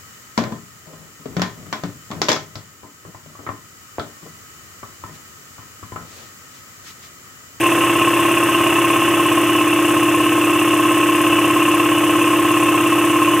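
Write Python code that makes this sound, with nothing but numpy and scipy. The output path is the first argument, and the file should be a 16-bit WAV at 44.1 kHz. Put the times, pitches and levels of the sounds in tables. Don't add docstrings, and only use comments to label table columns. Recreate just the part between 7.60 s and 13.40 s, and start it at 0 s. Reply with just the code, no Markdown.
import sys
import numpy as np
from scipy import signal
from scipy.fft import rfft, irfft, next_fast_len
from scipy.io import wavfile
from scipy.ndimage import uniform_filter1d

SR = 44100
rng = np.random.default_rng(int(sys.argv[2]) if len(sys.argv) > 2 else 0)


def put_to_file(sound):
    columns = np.atleast_2d(sound).T
    safe = np.clip(columns, -1, 1)
    whole_steps = np.round(safe * 32767)
    wavfile.write(sys.argv[1], SR, whole_steps.astype(np.int16))


N = 255780
T = np.arange(N) / SR

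START_TURN, DEAD_CENTRE = .006, .005
MAINS_BUZZ_HZ = 119.95
TOP_HZ = 15560
SETTLES_S, SETTLING_S = 1.66, 0.25

# time in seconds, speed in turns per second.
CRANK_SPEED = [(0, 16.9163), (1.5, 16.915), (2.5, 16.913), (3, 16.9145), (3.6, 16.9125), (5.8, 16.9115)]
# multiple of the crank rate, level in dB, sign (1 or -1) at dead centre.
INTAKE_TONES = [(20, -17, 1), (19, -26.5, -1), (22, -29.5, 1), (17, -45.5, -1)]
KNOCKS_PER_TURN = { "intake": [(0.0154, -8.8), (0.3919, -2.1), (0.8909, 0.0)], "crankcase": [(.0066, -6),
                   (.3036, -15.5), (.4736, -9), (.5068, -1.5), (.6272, -7.5), (.897, -1.2), (.9469, -4.5)],
                   "head": [(0.2292, -9.5), (0.515, -2), (0.7182, -13.5), (0.9805, 1)],
                   "tank": [(0.4804, -7.5), (0.5882, -0.5), (0.7082, -5), (0.8383, -7.5)],
                   "fins": [(.052, -4), (.105, -8), (.28, -4), (.455, -7), (.498, 1), (.61, -2), (.675, -4),
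                   (.80, -11), (.985, 0)], "plate": [(.035, -1), (.13, -7), (.195, -9), (.275, -7),
                   (.475, -2), (.54, -1), (.68, -1), (.93, -3), (.98, -1)], "guard": [(.05, -10), (.13, -7),
                   (.295, -4), (.54, -2), (.66, -15), (.82, -4)], }
# pitch in Hz, level in dB, time to fade by 60 dB in seconds.
PIPE_MODES = [(73.7, -13.6, 0.25), (130, -1, 0.059), (172, -7.5, 0.13), (254.6, -3.6, 0.34)]
CRANKCASE_MODES = [(401.3, -9, 0.16), (506, -11.5, 0.14), (570.7, -10, 0.097), (647.5, -0.76, 0.098),
                   (661, 3, 0.034), (768, -3, 0.045), (863, -5, 0.084), (950.6, -14, 0.27)]
HEAD_MODES = [(1056.8, 1.5, 0.21), (1105.0, -2, 0.082)]
TANK_MODES = [(1169, -5.5, 0.073), (1231, -7, 0.28), (1279.5, -7, 0.22), (1329, -1, 0.071)]
FIN_MODES = [(1415, -1, 0.02), (1569, 0, 0.036), (1723, 0, 0.036), (1792, 1, 0.031), (1938, -3.5, 0.045),
             (2184, -2, 0.034), (2282, -5, 0.024)]
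PLATE_MODES = [(2477, -7, 0.1), (2627, 0, 0.081), (2702, 6.5, 0.027), (2855, -1, 0.055), (3070, -7, 0.037)]
GUARD_MODES = [(3260, 1, 0.025), (3380, 1, 0.048), (3520, -6, 0.076), (3690, -11, 0.038)]
REED_MODES = [(5600, -9, .01), (6275, -3, .03), (6900, -6, .012), (7805, -1, .04), (8105, -5, .04),
              (8430, 0, .04), (8700, -2, .03), (9006, -2, .04), (9140, -2, .03), (9340, -2, .03),
              (9457, 0, .06), (9700, -3, .02), (10118, -1, .03), (10750, -4, .03), (11060, -4, .03),
              (11500, -6, .03), (12400, -5, .01), (12880, -4, .04), (13500, -3, .012), (14800, -5, .02)]
WHINE_MODE = [(2948, 0, .5)]
# crank angle in turns, strength in dB, gap between bounces in turns,
# loss per bounce in dB, timing spread in seconds.
REED_BOUNCES = [(0.097, -6, .0265, 0.8, 0.000046), (.597, -8.5, 0.034, 0.5, 0.00024)]
# pitch in Hz, relative level in dB.
AIR_COLOUR = [(18, -74), (30, -19), (114, -11.5), (208, -21), (332, 1), (443, -8), (500, -5), (700, -9),
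              (945, -8.5), (1080, -41), (1400, -24.5), (2690, -4.5), (4310, -30), (9430, -40.5),
              (15500, -29)]
# pitch in Hz, relative level in dB.
CRACK_COLOUR = [(3500, -73), (5000, -11), (6500, -8), (8000, 1), (9500, 9.5), (11000, -1),
                (13000, -2), (15000, -12)]
HISS_COLOUR = [(3500, -74), (5000, -2.0), (6500, 4.5), (9500, 1.0), (12000, 1.5), (15000, 0.5)]
REED_RING_COLOUR = [(3500, -22), (6000, -5)]
# pitch in Hz, side level relative to mid in dB.
PORT_DIFFERENCE = [(30, -3), (70, -19.5), (330, -30), (450, -19.5), (640, -2), (830, -10.5), (1080, -23.5),
                   (1500, -8), (2700, -18.5), (4500, 3.5), (6500, -1), (9400, -11), (13000, -4.5)]
VOICE_LEVELS = {"lower tone": (-23, -17), "thump": (-33, -34), "crankcase": (-27.5, -29),
                "tank": (-29, -29.5), "fins": (-28, -29.5), "plate": (-24.5, -25), "guard": (-38.5, -40),
                "reeds": (-33, -33.5), "air": (-25.5, -26.5)}
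# time in seconds, level in dB.
HEAD_LEVEL = [(0, -19), (.6, -21), (1.4, -21), (2.1, -22), (2.8, -21.5), (3.3, -20), (3.7, -21), (4.2, -20),
              (5.8, -20.5)]


def undb(db):
    return 10 ** (np.asarray(db) / 20)


def level(x, db):
    return x * undb(db) / np.sqrt(np.mean(x ** 2))


def curve(table, column):
    points = np.array(table)
    return np.interp(T, points[:, 0], points[:, column])


def colour(x, table):
    hz, db = np.transpose(table)
    size = next_fast_len(N)
    pitch = np.maximum(np.arange(size // 2 + 1) * SR / size, 1)
    gain = undb(np.interp(np.log(pitch), np.log(hz), db))
    return irfft(rfft(x, size) * gain, size)[:N]


def decay(pulses, fade_s):
    return signal.lfilter([1], [1, -np.exp(-1 / (fade_s * SR))], pulses)


def ring(x, modes):
    out = 0
    for k, (hz, db, t60) in enumerate(modes):
        shrink = np.exp(-np.log(1000) / (t60 * SR))
        step = 2 * np.pi * hz / SR
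        tone = signal.lfilter([0, np.sin(step)], [1, -2 * shrink * np.cos(step), shrink * shrink], x)
        out = out + (-1) ** (k + 1) * undb(db) * tone
    return out


def every_turn(turn, angles, db, slip_s, scatter_db):
    at = (np.arange(-1, int(turn[-1]) + 1)[:, None] + np.asarray(angles)).ravel()
    chance = rng.standard_normal((len(at), 2))
    on_time = np.interp(at, turn, np.arange(N), -N, 2 * N)
    i = (on_time + slip_s * SR * chance[:, 0]).astype(int)
    size = undb(np.resize(db, len(at)) + scatter_db * chance[:, 1])
    inside = (i >= 0) & (i < N)
    return np.bincount(i[inside], size[inside], N)


def knocks(turn, part, slip_s, scatter_db):
    angles, db = np.transpose(KNOCKS_PER_TURN[part])
    return every_turn(turn, angles, db, slip_s, scatter_db)


def voice(name):
    before_db, after_db = VOICE_LEVELS[name]
    progress = (1 + np.tanh((T - SETTLES_S) / SETTLING_S)) / 2
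    return undb(before_db + (after_db - before_db) * progress)


def air():
    return voice("air") * level(colour(rng.standard_normal(N), AIR_COLOUR), 0)


def motor():
    phase = 2 * np.pi * MAINS_BUZZ_HZ * T
    buzz = undb(-33.0) * np.cos(phase)
    fourth_harmonic = undb(-39) * np.cos(4 * phase)
    whine = level(ring(rng.standard_normal(N), WHINE_MODE), -33.5)
    return buzz + fourth_harmonic + whine


def reeds(turn):
    bounce = np.arange(13)
    taps = 0
    for angle, db, gap, loss_db, slip_s in REED_BOUNCES:
        bounce_db = db - loss_db * bounce - 3.6 * (bounce == 0)
        taps = taps + every_turn(turn, angle + gap * bounce, bounce_db, slip_s, scatter_db=1.5)
    spit = decay(taps, fade_s=0.00014)
    noise = rng.standard_normal((3, N))
    crack = colour(level(spit * noise[0], 0), CRACK_COLOUR)
    leak = level((uniform_filter1d(spit, size=120) + 0.087) * noise[1], 0)
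    hiss = colour(leak, HISS_COLOUR)
    ringing = colour(ring((level(spit, 0) + 0.63) * noise[2], REED_MODES), REED_RING_COLOUR)
    return voice("reeds") * (level(crack, -5.5) + level(hiss, 0.63) + level(ringing, -2.04))


def struck(pulses, modes, rattle_db, rattle_s, rub_db, touching):
    noise = rng.standard_normal((2, N))
    rattle = level(decay(pulses, rattle_s) * noise[0], 0)
    rubbing = undb(rub_db) * noise[1]
    damped = np.array(modes) * [1, 1, touching]
    rough = ring(rattle + rubbing, damped)
    clean = level(ring(pulses, modes), 0)
    return level(clean + level(rough, rattle_db), 0)


def metalwork(turn):
    def part(name, modes, scatter_db, **roughness):
        return struck(knocks(turn, name, slip_s=.00003, scatter_db=scatter_db), modes, **roughness)
    case = part("crankcase", CRANKCASE_MODES, scatter_db=1.8,
                rattle_db=-18.0, rattle_s=0.015, rub_db=-10, touching=0.83)
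    head = part("head", HEAD_MODES, scatter_db=0.2,
                rattle_db=-6.5, rattle_s=0.011, rub_db=-6, touching=0.57)
    tank = part("tank", TANK_MODES, scatter_db=0.5,
                rattle_db=-4.0, rattle_s=0.0036, rub_db=3, touching=0.81)
    fins = part("fins", FIN_MODES, scatter_db=1.0,
                rattle_db=-0.8, rattle_s=0.0028, rub_db=1.5, touching=0.87)
    plate = part("plate", PLATE_MODES, scatter_db=1.0,
                 rattle_db=5.5, rattle_s=0.002, rub_db=-10, touching=0.89)
    guard = part("guard", GUARD_MODES, scatter_db=1.5,
                 rattle_db=1, rattle_s=0.0039, rub_db=10.0, touching=0.51)
    return (voice("crankcase") * case - undb(curve(HEAD_LEVEL, column=1)) * head + voice("tank") * tank
            + voice("fins") * fins + voice("plate") * plate + voice("guard") * guard)


def intake(turn):
    angle = 2 * np.pi * (turn - DEAD_CENTRE)
    tones = -voice("lower tone") * np.cos(18 * angle)
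    for multiple, db, sign in INTAKE_TONES:
        tones = tones + sign * undb(db) * np.cos(multiple * angle)
    strokes = knocks(turn, "intake", slip_s=.00005, scatter_db=.4)
    return tones + voice("thump") * level(ring(strokes, PIPE_MODES), 0)


def scene():
    turn = START_TURN + np.cumsum(curve(CRANK_SPEED, column=1)) / SR
    mid = air() + motor() + reeds(turn) + metalwork(turn) + intake(turn)
    hz, _, frames = signal.stft(mid, SR, nperseg=1024)
    steps = 0.802 * rng.standard_normal(frames.shape)
    drift = np.cumsum(steps, axis=1) + 2 * np.pi * rng.random((len(hz), 1))
    echo = signal.istft(frames * np.exp(1j * drift), SR, nperseg=1024)[1][:N]
    side = colour(echo, PORT_DIFFERENCE)
    return np.array([mid + side, mid - side])


def record(dry):
    no_bass = signal.sosfilt(signal.butter(3, 60, "high", fs=SR, output="sos"), dry)
    rounded = np.tanh(.8 * no_bass) / .8
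    return signal.sosfilt(signal.ellip(12, .2, 80, TOP_HZ, fs=SR, output="sos"), rounded)


dry = scene()
out = record(dry)
put_to_file(out)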